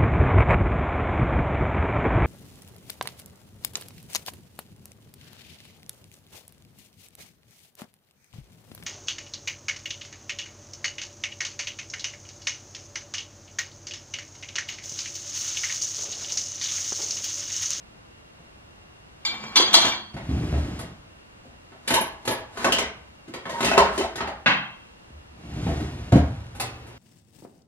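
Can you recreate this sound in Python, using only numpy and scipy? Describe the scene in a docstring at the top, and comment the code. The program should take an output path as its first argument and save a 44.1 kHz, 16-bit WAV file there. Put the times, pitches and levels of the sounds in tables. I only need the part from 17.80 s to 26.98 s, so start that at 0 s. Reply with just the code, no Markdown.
"""A small hard-walled kitchen, heard by two close microphones over a faint hiss of appliances.
A steel pan is set on the hob grate, a deep drawer rolls open, utensils are rummaged and dropped in it,
it rolls shut with a thump and a switch starts the extractor fan. Blows are noise bursts that start decaying
modes; scrapes, rolling and air are shaped noise; squeaks and motor hum are sines; the room adds diffuse echo."""
import sys
import numpy as np
from scipy import signal
from scipy.fft import rfft, irfft, next_fast_len
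from scipy.io import wavfile

SR = 44100
rng = np.random.default_rng(int(sys.argv[2]) if len(sys.argv) > 2 else 0)


def dump(signal):
    """Clip the signal to [-1, 1] and save it as 16-bit WAV at the path in sys.argv[1]."""
    limited = np.clip(np.atleast_2d(signal).T, -1, 1)
    pcm = np.round(limited * 32767).astype(np.int16)
    wavfile.write(sys.argv[1], SR, pcm)


N = 404838


def undb(db):
    """Decibel definition: 20 dB is a factor of ten in amplitude."""
    return 10 ** (np.asarray(db) / 20)


def on_log(table, hz):
    """Logarithmic pitch: interpolate a (frequency [Hz], value) table on a log-frequency axis."""
    at, value = np.transpose(table)
    return np.interp(np.log(np.maximum(hz, 1)), np.log(np.maximum(at, 1)), value)


def colour(x, table, size=4096):
    """Minimum phase: folding the cepstrum of a gain table gives a causal filter, scaled to unit power."""
    bins_hz = np.arange(size // 2 + 1) * SR / size
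    cepstrum = irfft(np.log(undb(on_log(table, bins_hz))))
    cepstrum[1:size // 2] *= 2
    cepstrum[size // 2 + 1:] = 0
    taps = irfft(np.exp(rfft(cepstrum)))
    taps = taps / np.sqrt(np.sum(taps ** 2))
    return signal.oaconvolve(x, taps)[:len(x)]


def ring(x, modes):
    """Modal superposition: every push starts a decaying sine in each mode."""
    out = 0
    for hz, db, t60 in modes:
        radius, angle = np.exp(-np.log(1000) / (t60 * SR)), 2 * np.pi * hz / SR
        poles = [1, -2 * radius * np.cos(angle), radius * radius]
        out = out + signal.lfilter([0, undb(db) * np.sin(angle)], poles, x)
    return out


def cut(x, hz, kind):
    """Second-order Butterworth filtering: a maximally flat pass band."""
    return signal.sosfilt(signal.butter(2, hz, kind, fs=SR, output="sos"), x)


def gain_curve(s, db):
    """Piecewise exponential envelope: gain follows dB points and is practically silent outside them."""
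    return undb(np.interp(np.arange(N) / SR, s, db, left=-150, right=-150))


def swell(s, db, rise_db_s, fall_db_s):
    """Exponential growth and decay: gain climbs to db at time s, then sinks, at steady dB per second."""
    t = np.arange(N) / SR - s
    return undb(db + np.where(t < 0, rise_db_s * t, -fall_db_s * t))


def grit(scatter_db):
    """Asperity contact: dense tiny impacts of very uneven size, with unit power."""
    x = rng.standard_normal(N) * undb(scatter_db * rng.exponential(size=N))
    return x / np.sqrt(np.mean(x ** 2))


def spread(x, table):
    """Interchannel coherence: weight the side part by frequency and advance it a quarter cycle."""
    size = next_fast_len(len(x))
    bins_hz = np.arange(size // 2 + 1) * SR / size
    return irfft(1j * rfft(x, size) * undb(on_log(table, bins_hz)), size)[:len(x)]


CONTACT_LAW = 0.31  # dB of longer contact for each dB of weaker blow
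NOTE_DB, NOTE_Q = 3.5, 5  # broad band lifted around the note of the piece struck
BASE_HZ, BASE_SHARE = 2500, .25  # a resting pan's modes below this pitch keep this share of their t60
FLUTTER, FLUTTER_HZ = .75, 28  # depth of each mode's level flutter, and base of its rate
WAVER_RAD = .9  # loose contact makes the phase, and so the pitch, of each ring waver


def strike(blows, crack, modes, contact_s, crack_db, ring_db, rests_s=0, shares=(1, 1), under=(), rise_s=0.00038):
    """Impact excitation: each blow is a short rough contact; returns its crack and the ring of its modes.

    After rests_s the `under` modes join in; shares scale every t60 before and after that moment."""
    size = int(.7 * SR)
    own, modes = len(modes), list(modes) + list(under)
    cracks, rings = np.zeros(N + size), np.zeros(N + size)
    t = np.arange(size) / SR
    rough = rng.standard_normal(N + size)
    chance = rng.random((len(blows), 4, len(modes)))
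    fade = np.minimum(1, 10 * (1 - t / t[-1]))
    rise = 1 - np.exp(-t / rise_s)
    for (s, db, thud_db, fizz_db, own_db, *note), (phase, spot, apart, lag) in zip(blows, chance):
        i, resting = int(s * SR), s > rests_s
        contact = max(contact_s, .001) * undb(-CONTACT_LAW * db)
        push = (rough[i:i + size] * rise * np.exp(-t / contact))[:size // 3]
        # a soft heavy contact has more thud, a hard light one more fizz
        low, high = cut(push, 356, "low"), cut(push, 2200, "high")
        push = push + (undb(thud_db) - 1) * low + (undb(fizz_db) - 1) * high
        for hz in note:
            band = signal.lfilter(*signal.iirpeak(hz, NOTE_Q, fs=SR), push)
            push = push + undb(NOTE_DB + own_db) * band
        cracks[i:i + len(push)] += undb(db + crack_db) * colour(push, crack)

        sounding = modes if resting else modes[:own]
        for (hz, mode_db, t60), turn, luck, gap, late in zip(sounding, phase, spot, apart, lag):
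            damped_base = 0 < rests_s < s and hz < BASE_HZ
            t60 *= shares[resting] * (BASE_SHARE if damped_base else 1)
            # the spot that is hit favours some modes over others
            mode_db += 4 * (luck - .5) + thud_db * (hz < 400) + fizz_db * (hz > 3000)
            n = min(size, int(1.3 * t60 * SR))
            waver = WAVER_RAD * np.sin(2 * np.pi * (FLUTTER_HZ * (0.403 + late) * t[:n] + gap))
            decay = np.exp(-np.log(1000) * t[:n] / t60)
            tone = decay * np.sin(2 * np.pi * (hz * t[:n] + turn) + waver)
            tone *= 1 + FLUTTER * np.sin(2 * np.pi * (FLUTTER_HZ * (0.26 + .75 * gap) * t[:n] + late))
            rings[i:i + n] += undb(db + ring_db + own_db + mode_db) * tone * rise[:n] * fade[:n]
    return np.array([cracks[:N], rings[:N]])


# Spectrum of the hiss, common to both microphones: (frequency [Hz], relative density [dB per Hz])
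HISS_MID = [(12, -59), (20, -10.5), (59, 1.5), (112, -2.5), (251, -8), (280, -10.5), (331, -8),
            (370, -12.5), (610, -12.5), (926, -15), (2810, -22.5), (9830, -37.5), (15300, -51)]
# Side part of the hiss: (frequency [Hz], left minus right over the common part [dB])
HISS_SIDE = [(60, -24), (110, -16), (200, -2.5), (380, 3.5), (700, 4), (1280, 6), (2370, 5.5), (4370, 6.5),
             (8060, 6.5), (14900, 9)]
HISS_DB = -53.5
WHINE_HZ, WHINE_WIDTH_HZ, WHINE_DB = 2772, 31, -70


def hiss():
    """Stationary noise: steady hiss with a narrow whine; returns the common and left-minus-right parts."""
    whine = signal.iirpeak(WHINE_HZ, WHINE_HZ / WHINE_WIDTH_HZ, fs=SR)
    lift = undb(WHINE_DB) * np.sqrt(SR / (np.pi * WHINE_WIDTH_HZ))  # makes up for the narrow band
    mid, side = (undb(HISS_DB) * colour(rng.standard_normal(N), HISS_MID)
                 + lift * signal.lfilter(*whine, rng.standard_normal(N)) for _ in range(2))
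    return mid, spread(side, HISS_SIDE)


# Blows on the drawer: (time [s], level [dB], thud [dB], fizz [dB], ring [dB])
# In all blow tables thud is the gain of the lows, fizz of the highs, ring of the modes.
DRAWER_BLOWS = [(0.594, -44.5, -20, 0, 14), (2.346, -39.5, 15, -24, 0), (2.36, -37, -6, -23, 3),
                (2.488, -25.5, 15.5, -12, -10), (2.57, -25.5, 7.5, -5, -4), (2.63, -21.5, 3.5, -5, -4),
                (2.655, -45, -3, -8, 1), (2.737, -13, -1, -16, -25), (2.775, -22.5, 8.5, 5, -12),
                (2.845, -45, -2, -3, -5), (2.872, -26, 10.5, -5, -12), (3.648, -40.5, -46, 6, 11.5),
                (7.865, -8.5, -1, -8, -9), (7.89, -12, -3.5, -7, -3), (8.0, -14.5, 3.5, -2, -7),
                (8.321, 4, -3, -2.5, -2), (8.342, -11.5, 1.5, -6, 0.5), (8.356, -6, -8, 0, 7.5),
                (8.372, -14, -4, 0, 9), (8.39, -38, 2, 1, 2)]
# Modes of the drawer box: (frequency [Hz], level [dB], t60 [s])
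DRAWER_MODES = [(76.5, -7.5, 0.12), (76.6, 3.5, 0.38), (104.3, 0.5, 0.11), (121, 0, 0.07),
                (162.4, 8, 0.071), (218, 2.5, 0.092), (291.3, -1.5, 0.2), (352.6, -8.5, 0.19),
                (440, -19, 0.15), (518, -18, 0.17), (606, -10.5, 0.14), (704, -16, 0.28)]
# Spectrum of its contact: (frequency [Hz], relative density [dB per Hz])
DRAWER_CRACK = [(18, -3), (30, -7), (64, 7), (255, 1), (298, -3.5), (477, -11), (687, -11.5), (965, -19),
                (7980, -45), (15300, -57)]


def drawer_blows():
    """Panel resonance: knocks and the closing thump excite the low modes of the drawer box."""
    return strike(DRAWER_BLOWS, DRAWER_CRACK, DRAWER_MODES, contact_s=0.0066, crack_db=-4.0, ring_db=-11.0,
                  rise_s=0.0011)


# Blows of the pan: (time [s], level [dB], thud [dB], fizz [dB], ring [dB])
PAN_BLOWS = [(1.45, -31.5, -28, 2.5, 17), (1.461, -39.5, -19.5, 1.5, 15.5), (1.757, -13.5, -6.5, 0.5, 6),
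             (1.766, -12, -9.5, -0.5, 2.5), (1.799, -11.5, 13, -3, -1), (1.929, -20, -12.5, 10, -11.5),
             (1.939, -3, -5.5, 4, -3.5), (1.965, -37.5, -20, 11, -12.5), (2.012, -23, -7, 3, 3.5),
             (2.047, -15.5, 7.5, -1.5, -1), (2.12, -28.5, -9.5, -13, 9.5)]
# Modes of the pan before support damping: (frequency [Hz], level [dB], t60 [s])
PAN_MODES = [(353, -0.5, 0.16), (667, -23.5, .8), (880, -14, .6), (1096, -13, 0.61), (1180, -17.5, .6),
             (1346, -22.5, .15), (1584, -16.5, .7), (2060, -10, 0.2), (2261, -3, .12), (2309, -1, .6),
             (2848, -17, .5), (3219, -11, .7), (3252, -15, .6), (3596, -7.5, .55), (3850, -18, .3),
             (4140, -5, .42), (4660, -6, .42), (5480, -17, .3), (5809, -11, .2), (7040, -14, .25),
             (9880, -30, 0.17), (11520, -31, 0.35), (11680, -36, 0.26)]
# Modes of the grate bars, which ring once the pan has landed: (frequency [Hz], level [dB], t60 [s])
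BAR_MODES = [(2702, -12, .2), (3063, -12, .35), (3349, -6, .6), (4043, -8, .5), (4204, -8, .2),
             (4468, -18, 1.1), (4511, -22, .6), (4790, -20, .6), (5734, -7, .25), (6207, -12, .45),
             (6325, -14, .27), (7220, -17, .25), (8070, -15, .3), (10280, -20, .15), (10970, -18.5, 0.12),
             (12300, -25, .15)]
# Spectrum of steel on the grate: (frequency [Hz], relative density [dB per Hz])
PAN_CRACK = [(47, -59.5), (80, -33), (341, 13), (425, -6), (919, 11), (2530, 3), (3290, 6.5), (4700, -1.5),
             (5150, -5.5), (5900, -3), (12600, -23.5), (15300, -39.5)]
PAN_RESTS_S = 1.7
PAN_HELD_SHARE, PAN_REST_SHARE = .65, .85  # share of each t60 in the air, then on the grate


def pan_blows():
    """Support damping: the pan rings in the air, then the grate damps its base and rings with it."""
    return strike(PAN_BLOWS, PAN_CRACK, PAN_MODES, contact_s=0.0043, crack_db=-3.0, ring_db=-14.0,
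                  rests_s=PAN_RESTS_S, shares=(PAN_HELD_SHARE, PAN_REST_SHARE), under=BAR_MODES, rise_s=0.001)


# Slides of the pan on the grate: (loudest time [s], scrape level [dB], hum level [dB])
SLIDES = [(1.54, -42.5, -49.5), (1.648, -43.5, -44.5), (1.814, -32, -46), (1.946, -34, -52.5),
          (2.058, -28.5, -42.5)]
# Spectrum of the scrape: (frequency [Hz], relative density [dB per Hz])
SCRAPE = [(150, 0.5), (400, 1.5), (1100, 6.5), (1700, 0.5), (2500, -1.5), (8000, -38.5)]
SLIDE_RISE_DB_S, SLIDE_FALL_DB_S = 200, 173
HUM_RISE_DB_S, HUM_FALL_DB_S = 196, 76
GRATE_HZ, GRATE_T60 = 213, 0.2
SCRAPE_RING_DB = -4  # the pan's modes, over the scrape


def pan_slides():
    """Sliding friction: the scrape of steel on iron keeps one low bar mode and the pan's modes going."""
    hum = ring(rng.standard_normal(N), [(GRATE_HZ, 0, GRATE_T60)])
    hum_gain = sum(swell(s, db, HUM_RISE_DB_S, HUM_FALL_DB_S) for s, _, db in SLIDES)
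    scrape_gain = sum(swell(s, db, SLIDE_RISE_DB_S, SLIDE_FALL_DB_S) for s, db, _ in SLIDES)
    rub = grit(3.42)
    # rubbing damps the ring and evens it out
    rubbed = [(hz, min(db, -13), .45 * t60) for hz, db, t60 in PAN_MODES[1:]]
    pan = ring(scrape_gain * rub, rubbed) / ring(rub, rubbed).std()
    scrape = scrape_gain * colour(rub, SCRAPE)
    return hum_gain * hum / hum.std() + scrape + undb(SCRAPE_RING_DB) * pan


# Drawer on its runners, one list opening and one closing: (time [s], rumble level [dB])
ROLLS = [
    [(2.315, -73), (2.345, -30), (2.37, -43), (2.48, -33), (2.5, -29.5), (2.72, -28), (2.8, -28.5),
     (2.99, -31), (3.06, -36), (3.152, -46.5), (3.42, -68)],
    [(7.45, -73), (7.6, -42), (7.768, -30), (7.89, -25.5), (8.005, -26.5), (8.09, -30.5), (8.19, -33),
     (8.3, -33.5), (8.33, -41)],
]
# Spectrum of the rails: (frequency [Hz], relative density [dB per Hz])
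RAIL_HISS = [(290, -19), (500, -23), (655, -12), (847, -9.5), (2760, -15.5), (10800, -34), (13000, -39),
             (15000, -101)]
RAIL_HISS_DB = -18.5  # over the rumble


def drawer_roll():
    """Rolling excitation: uneven rollers shake the modes of the drawer box while the rails hiss."""
    bumps = grit(3.3)
    box = ring(bumps, [(hz, db, 0.68 * t60) for hz, db, t60 in DRAWER_MODES])
    box /= np.sqrt(np.mean(box ** 2))
    rails = colour(grit(2.0), RAIL_HISS)
    gain = sum(gain_curve(*np.transpose(roll)) for roll in ROLLS)
    return gain * (box + undb(RAIL_HISS_DB) * rails)


# Plastic clicks of drawer and fan switch: (time [s], level [dB], thud [dB], fizz [dB], ring [dB])
CLICKS = [(2.364, -34.5, 2, -29, -14), (2.989, -34.5, -22, 3.5, -8), (8.748, -41, 10, 0, 3),
          (8.798, -22.5, 1, 6.5, 4.5), (9.065, -50.5, 3, 2.5, -2)]
# Modes of the clicking parts: (frequency [Hz], level [dB], t60 [s])
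SWITCH_MODES = [(510, 5, 0.2), (716, 9, .3), (861, 10, .25), (1292, 2, .3), (2266, 0, .3), (2600, 3, .6),
                (4500, -3, .2)]
# Spectrum of the click: (frequency [Hz], relative density [dB per Hz])
SWITCH_CRACK = [(88, -43), (150, -13.5), (427, -6), (778, -2), (1150, -8.5), (2530, -16), (6290, -28),
                (10600, -25), (15300, -44)]


def clicks():
    """Impulsive contact: small plastic parts snap and ring faintly."""
    return strike(CLICKS, SWITCH_CRACK, SWITCH_MODES, contact_s=0.0041, crack_db=3.0, ring_db=-27.5, rise_s=0.0019)


# Blows of utensils: (time [s], level [dB], thud [dB], fizz [dB], ring [dB], note of the piece [Hz])
UTENSIL_BLOWS = [(3.917, -45, 4, -11, 3, 644), (4.771, -26, 3, 0, -3, 1080), (4.844, -6, 0, -1.5, -4, 580),
                 (4.872, -38, 18, -6.5, 4, 1140), (4.921, -15.5, 2.5, 11, -4, 2820),
                 (4.984, -13, -2.5, 5, -5.5, 2850), (5.02, -41, 16, -13, 3, 1940),
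                 (5.477, -39.5, 14.5, -1, -5, 360), (5.537, -23.5, -12, -1, -13, 1040),
                 (5.654, -25, 1, -15, -2, 1130), (5.694, -29.5, -16, 7, 6, 555),
                 (5.729, -36.5, 7.5, -3, -5, 950), (5.805, -17, 7, 2, 1.5, 363),
                 (5.845, -17, 4, 10.5, -5, 354), (5.866, -12, -6, -12, -16, 644),
                 (5.913, -11, -6, -2, -2, 656), (5.97, -19, -29, -7, 6, 910), (5.977, -3, 3, 2, -0.5, 860),
                 (6.027, -27, -8, -8, 3, 890), (6.042, -21, -8, -9, 0, 820), (5.828, -16.5, -5, 2, 1, 2100),
                 (5.885, -32, -11, 2, 8, 3000), (5.932, -21, 1, -3, -11, 1000),
                 (6.235, -28.5, -9, -1, -11, 3000), (6.177, -24, 11, 10, 8, 353),
                 (6.21, -23.5, -16, 1, 8, 634), (6.356, -26.5, 6, 6.5, -10, 595),
                 (6.381, -28, -2, -20.5, -4, 1880), (6.405, -17, 6, -38, -3, 845),
                 (6.472, -23, -19, -8, -2, 795)]
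# Modes of the utensils: (frequency [Hz], level [dB], t60 [s])
UTENSIL_MODES = [(237, 1.5, 0.066), (389.4, 6, 0.21), (560.7, 3.5, 0.34), (655, 6, 0.36), (803, -11, 0.59),
                 (920, 0, 0.39), (1059, 5.5, 0.2), (1320, -5.5, 0.17), (1710, -12.5, .3), (2030, -6, .25),
                 (2665, -0.5, 0.19), (3010, -7, 0.22)]
# Spectrum of their contact: (frequency [Hz], relative density [dB per Hz])
UTENSIL_CRACK = [(29, -73), (50, 1), (127, -11.5), (210, 1.5), (274, -8), (365, -2), (475, -7), (865, -6),
                 (1430, -8), (11200, -32.5), (15300, -52)]


def utensil_blows():
    """Modal impact: each piece dropped or knocked lifts a band around its own note."""
    return strike(UTENSIL_BLOWS, UTENSIL_CRACK, UTENSIL_MODES, contact_s=0.0032, crack_db=-1.0, ring_db=-22.0,
                  rise_s=0.0011)


# Blows of cutlery: (time [s], level [dB], thud [dB], fizz [dB], ring [dB])
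CUTLERY_BLOWS = [(4.076, -17, 3, 13, -24), (4.104, -7.5, 3.5, 4.5, -6), (4.138, -6, -12, 9.5, -4.5),
                 (4.208, -36, 10, 14, 20.5), (4.451, -25, 1, 5.5, -3), (4.475, -9.5, 4.5, 4, -7.5),
                 (4.508, -29.5, 10, 11.5, 13.5), (4.575, -36, -10, 0, 6)]
# Modes of the cutlery: (frequency [Hz], level [dB], t60 [s])
CUTLERY_MODES = [(220, -6, .12), (371, -4, .15), (651, -1, .4), (735, -6, .3), (818, -12, .9), (880, 0, .3),
                 (960, -2, .3), (1109, -6, .44), (1696, -4, .3), (2035, -5, .2), (2315, -9, .25),
                 (2422, -6, .25), (2950, -9, .2), (10820, -19, .1), (10940, -16, .2), (11060, -17, .16),
                 (11190, -20, .1), (13280, -25, .16), (13450, -27, .12), (13630, -25, .16)]
# Spectrum of its contact: (frequency [Hz], relative density [dB per Hz])
CUTLERY_CRACK = [(29, -51), (50, -7), (649, 1), (697, -11), (865, 3.5), (1270, -10), (1650, -7),
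                 (8420, -29.5), (11000, -25.5), (13900, -40), (15300, -111)]


def cutlery_blows():
    """Bar vibration: struck cutlery rings in many modes, some above 10 kHz."""
    return strike(CUTLERY_BLOWS, CUTLERY_CRACK, CUTLERY_MODES, contact_s=0.0037, crack_db=-2.5, ring_db=-19.0,
                  rise_s=0.0014)


# Utensils dragged over each other: (loudest time [s], level [dB])
DRAGS = [(4.131, -34.5), (4.471, -49), (4.802, -38), (4.838, -34.5), (5.7, -44), (5.82, -37),
         (5.855, -28.5), (6.15, -36)]
DRAG_RISE_DB_S, DRAG_FALL_DB_S = 236, 124


def rummage():
    """Friction noise: dense scratchy contacts, coloured like the single blows."""
    gain = sum(swell(s, db, DRAG_RISE_DB_S, DRAG_FALL_DB_S) for s, db in DRAGS)
    return colour(gain * grit(3.5), UTENSIL_CRACK)


# Edges dragged over the tray: (start [s], end [s], first pitch [Hz], last pitch [Hz], waver [Hz], level [dB])
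SQUEAKS = [(5.69, 5.79, 1885, 1885, 15, -47), (5.725, 5.81, 942, 942, 12, -35),
           (5.86, 5.96, 2640, 2620, 50, -37), (5.97, 6.05, 1150, 800, 60, -24),
           (6.18, 6.28, 380, 900, 90, -36), (6.34, 6.47, 1870, 1820, 70, -47),
           (6.41, 6.58, 850, 820, 35, -41), (4.14, 4.21, 960, 930, 40, -29),
           (4.85, 4.9, 1130, 1130, 40, -28), (5.02, 5.08, 1995, 1995, 40, -42)]
SQUEAK_THROB_DB = 4


def squeaks():
    """Stick-slip: a dragged edge sings on one wavering note that swells and fades."""
    out = np.zeros(N)
    for start, end, first_hz, last_hz, width_hz, db in SQUEAKS:
        i, n = int(start * SR), int((end - start) * SR)
        waver, throb = cut(rng.standard_normal((2, SR // 2)), 90, "low")[:, -n:]
        hz = np.linspace(first_hz, last_hz, n) + width_hz * waver / waver.std()
        note = np.sqrt(2) * np.sin(2 * np.pi * np.cumsum(hz) / SR)
        level = undb(db + SQUEAK_THROB_DB * throb / throb.std())
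        out[i:i + n] += level * note * signal.windows.tukey(n, .5)
    return out


# Blow on a tin: (time [s], level [dB], thud [dB], fizz [dB], ring [dB])
TIN_BLOWS = [(6.66, -11, -2, -4.5, 4.5)]
# Modes of the tin: (frequency [Hz], level [dB], t60 [s])
TIN_MODES = [(590, -3.5, 0.27), (956, -29, 0.34), (1176, -5, 0.46), (1480, 2.5, 0.35), (1533, -2, 0.33),
             (1630, 1, 0.4), (2010, -5, 0.48), (2196, -6, .4), (2492, -6, .4), (2605, -4, .6),
             (2720, -11, .75), (2900, -10, .5), (3176, -7, .65), (3570, -8, .55), (3500, -9, 0.36),
             (3980, -9, 0.45), (4290, -17, 0.49), (5400, -14, .22)]
# Spectrum of its contact: (frequency [Hz], relative density [dB per Hz])
TIN_CRACK = [(47, -61), (80, -28), (151, -4), (306, -9), (398, -22), (1170, -8.5), (1280, -12), (2580, -12),
             (6220, -35), (15300, -69)]


def tin_blow():
    """Shell vibration: one long contact sets the close modes of a tin ringing."""
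    return strike(TIN_BLOWS, TIN_CRACK, TIN_MODES, contact_s=0.02, crack_db=-3.0, ring_db=-18.0)


# Footfalls: (time [s], level [dB], thud [dB], fizz [dB], ring [dB])
FOOTFALLS = [(7.305, -28.5, 12.5, -0.5, -1), (7.385, -43, -5, 0, 5)]
# Modes of the floor: (frequency [Hz], level [dB], t60 [s])
FLOOR_MODES = [(56, -13, 0.025), (86, -32, 0.17)]
# Spectrum of the step: (frequency [Hz], relative density [dB per Hz])
FOOT_CRACK = [(24, -45), (40, -7), (75, 6), (227, -33), (253, -49.5), (886, -47), (1000, -33),
              (1300, -63.5), (2200, -120)]


def footfalls():
    """Structure-borne sound: each step excites the low, heavily damped floor modes."""
    return strike(FOOTFALLS, FOOT_CRACK, FLOOR_MODES, contact_s=0.004, crack_db=-13.0, ring_db=-4.0)


SHUDDER_S = 8.36
SHUDDER_DB, SHUDDER_FAST_DB_S = -44, 150
SHUDDER_TAIL_DB, SHUDDER_TAIL_DB_S = -29, 23.5
RATTLE_DB = -18.5  # loose things in the drawer, over the slow tail


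def shudder():
    """Exponential decay: cabinet and floor shake on after the thump in a slow tail with a weaker fast part, and
    loose things rattle."""
    low = ring(rng.standard_normal(N), FLOOR_MODES)
    sudden = 1e5  # rise, dB per s
    fast = swell(SHUDDER_S, SHUDDER_DB, sudden, SHUDDER_FAST_DB_S)
    tail = swell(SHUDDER_S, SHUDDER_TAIL_DB, sudden, SHUDDER_TAIL_DB_S)
    rattle = undb(RATTLE_DB) * tail * colour(grit(3.2), UTENSIL_CRACK)
    return (fast + tail) * low / low.std() + rattle


FAN_ON_S, FAN_HZ, FAN_RISE_DB_S = 8.84, 118, 504
FAN_HUM_DB, FAN_AIR_DB = -55, -54  # once settled
FAN_SURGE_DB, FAN_SURGE_S = 18.5, 0.12  # extra hum at the start, and its time constant


def fan():
    """Starting transient: motor hum and a rush of air start loud and settle exponentially."""
    t = np.arange(N) / SR
    on = swell(FAN_ON_S, 0, FAN_RISE_DB_S, 0)
    surge_db = FAN_SURGE_DB * np.exp(-np.maximum(t - FAN_ON_S, 0) / FAN_SURGE_S)
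    hum = np.sqrt(2) * np.sin(2 * np.pi * FAN_HZ * t)
    air = colour(rng.standard_normal(N), [(100, -14.0), (300, 13.5), (800, 1.0), (3000, -7.5), (12000, -27.5)])
    return on * (undb(FAN_HUM_DB + surge_db) * hum + undb(FAN_AIR_DB + surge_db / 2) * air)


# Reverberation time of the kitchen: (frequency [Hz], t60 [s])
ROOM_T60 = [(60, 0.8), (250, 0.35), (1000, 0.54), (3000, 0.4), (7000, 0.266), (14000, 0.13)]


def echoes():
    """Diffuse reverberation: a unit-energy noise response whose half octaves die at their own rates."""
    t, out = np.arange(int(.8 * SR)) / SR, 0
    for hz in 45 * 2 ** np.arange(0, 8.6, .5):
        sos = signal.butter(2, [hz / 2 ** .25, hz * 2 ** .25], "band", fs=SR, output="sos")
        decay = np.exp(-np.log(1000) * t / on_log(ROOM_T60, hz))
        band = signal.sosfilt(sos, rng.standard_normal(len(t))) * decay
        out = out + band * np.sqrt(hz / np.sum(band ** 2))
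    out = out * (1 - np.exp(-t / 0.00016))  # soft onset
    return out / np.sqrt(np.sum(out ** 2))


# Side part of the room sound: (frequency [Hz], left minus right over the common part [dB])
ROOM_SIDE = [(60, -56), (110, -44.5), (200, -25.5), (380, -10), (700, -7.5), (1280, -2.5), (2370, 2),
             (4370, 5), (8060, 6.5), (14900, 5)]
DIRECT_DB, RING_ECHO_DB = -6, -10  # direct part of brief sounds; echo send of lasting ones
LOW_CUT_HZ = 57


def room(brief, lasting):
    """Direct and reverberant field: brief sounds are heard mostly as echo, lasting ones mostly direct."""
    direct = undb(DIRECT_DB) * brief + lasting
    to_walls = brief + undb(RING_ECHO_DB) * lasting
    mid, side = (direct + signal.oaconvolve(to_walls, echoes())[:N] for _ in range(2))
    # small room and close microphones carry little deep bass
    mid, side = (cut(cut(part, LOW_CUT_HZ, "high"), LOW_CUT_HZ, "high") for part in (mid, side))
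    return mid, spread(side, ROOM_SIDE)


def scene():
    """Linear superposition: all sources add in the room, over the hiss; returns left and right."""
    hiss_mid, hiss_side = hiss()
    cracks, rings = (drawer_blows() + pan_blows() + clicks() + utensil_blows() + cutlery_blows()
                     + tin_blow() + footfalls())
    brief = cracks + rummage()
    lasting = rings + pan_slides() + drawer_roll() + squeaks() + shudder() + fan()
    mid, side = room(brief, lasting)
    mid, side = mid + hiss_mid, side + hiss_side
    return np.array([mid + side, mid - side])


TOP_HZ = 15500


def record(dry):
    """Clipping and band limiting: peaks over full scale are flattened, then the top is cut."""
    low_pass = signal.ellip(10, .2, 85, TOP_HZ, fs=SR, output="sos")
    return signal.sosfilt(low_pass, np.clip(dry, -1, 1))


dry = scene()
out = record(dry)
dump(out)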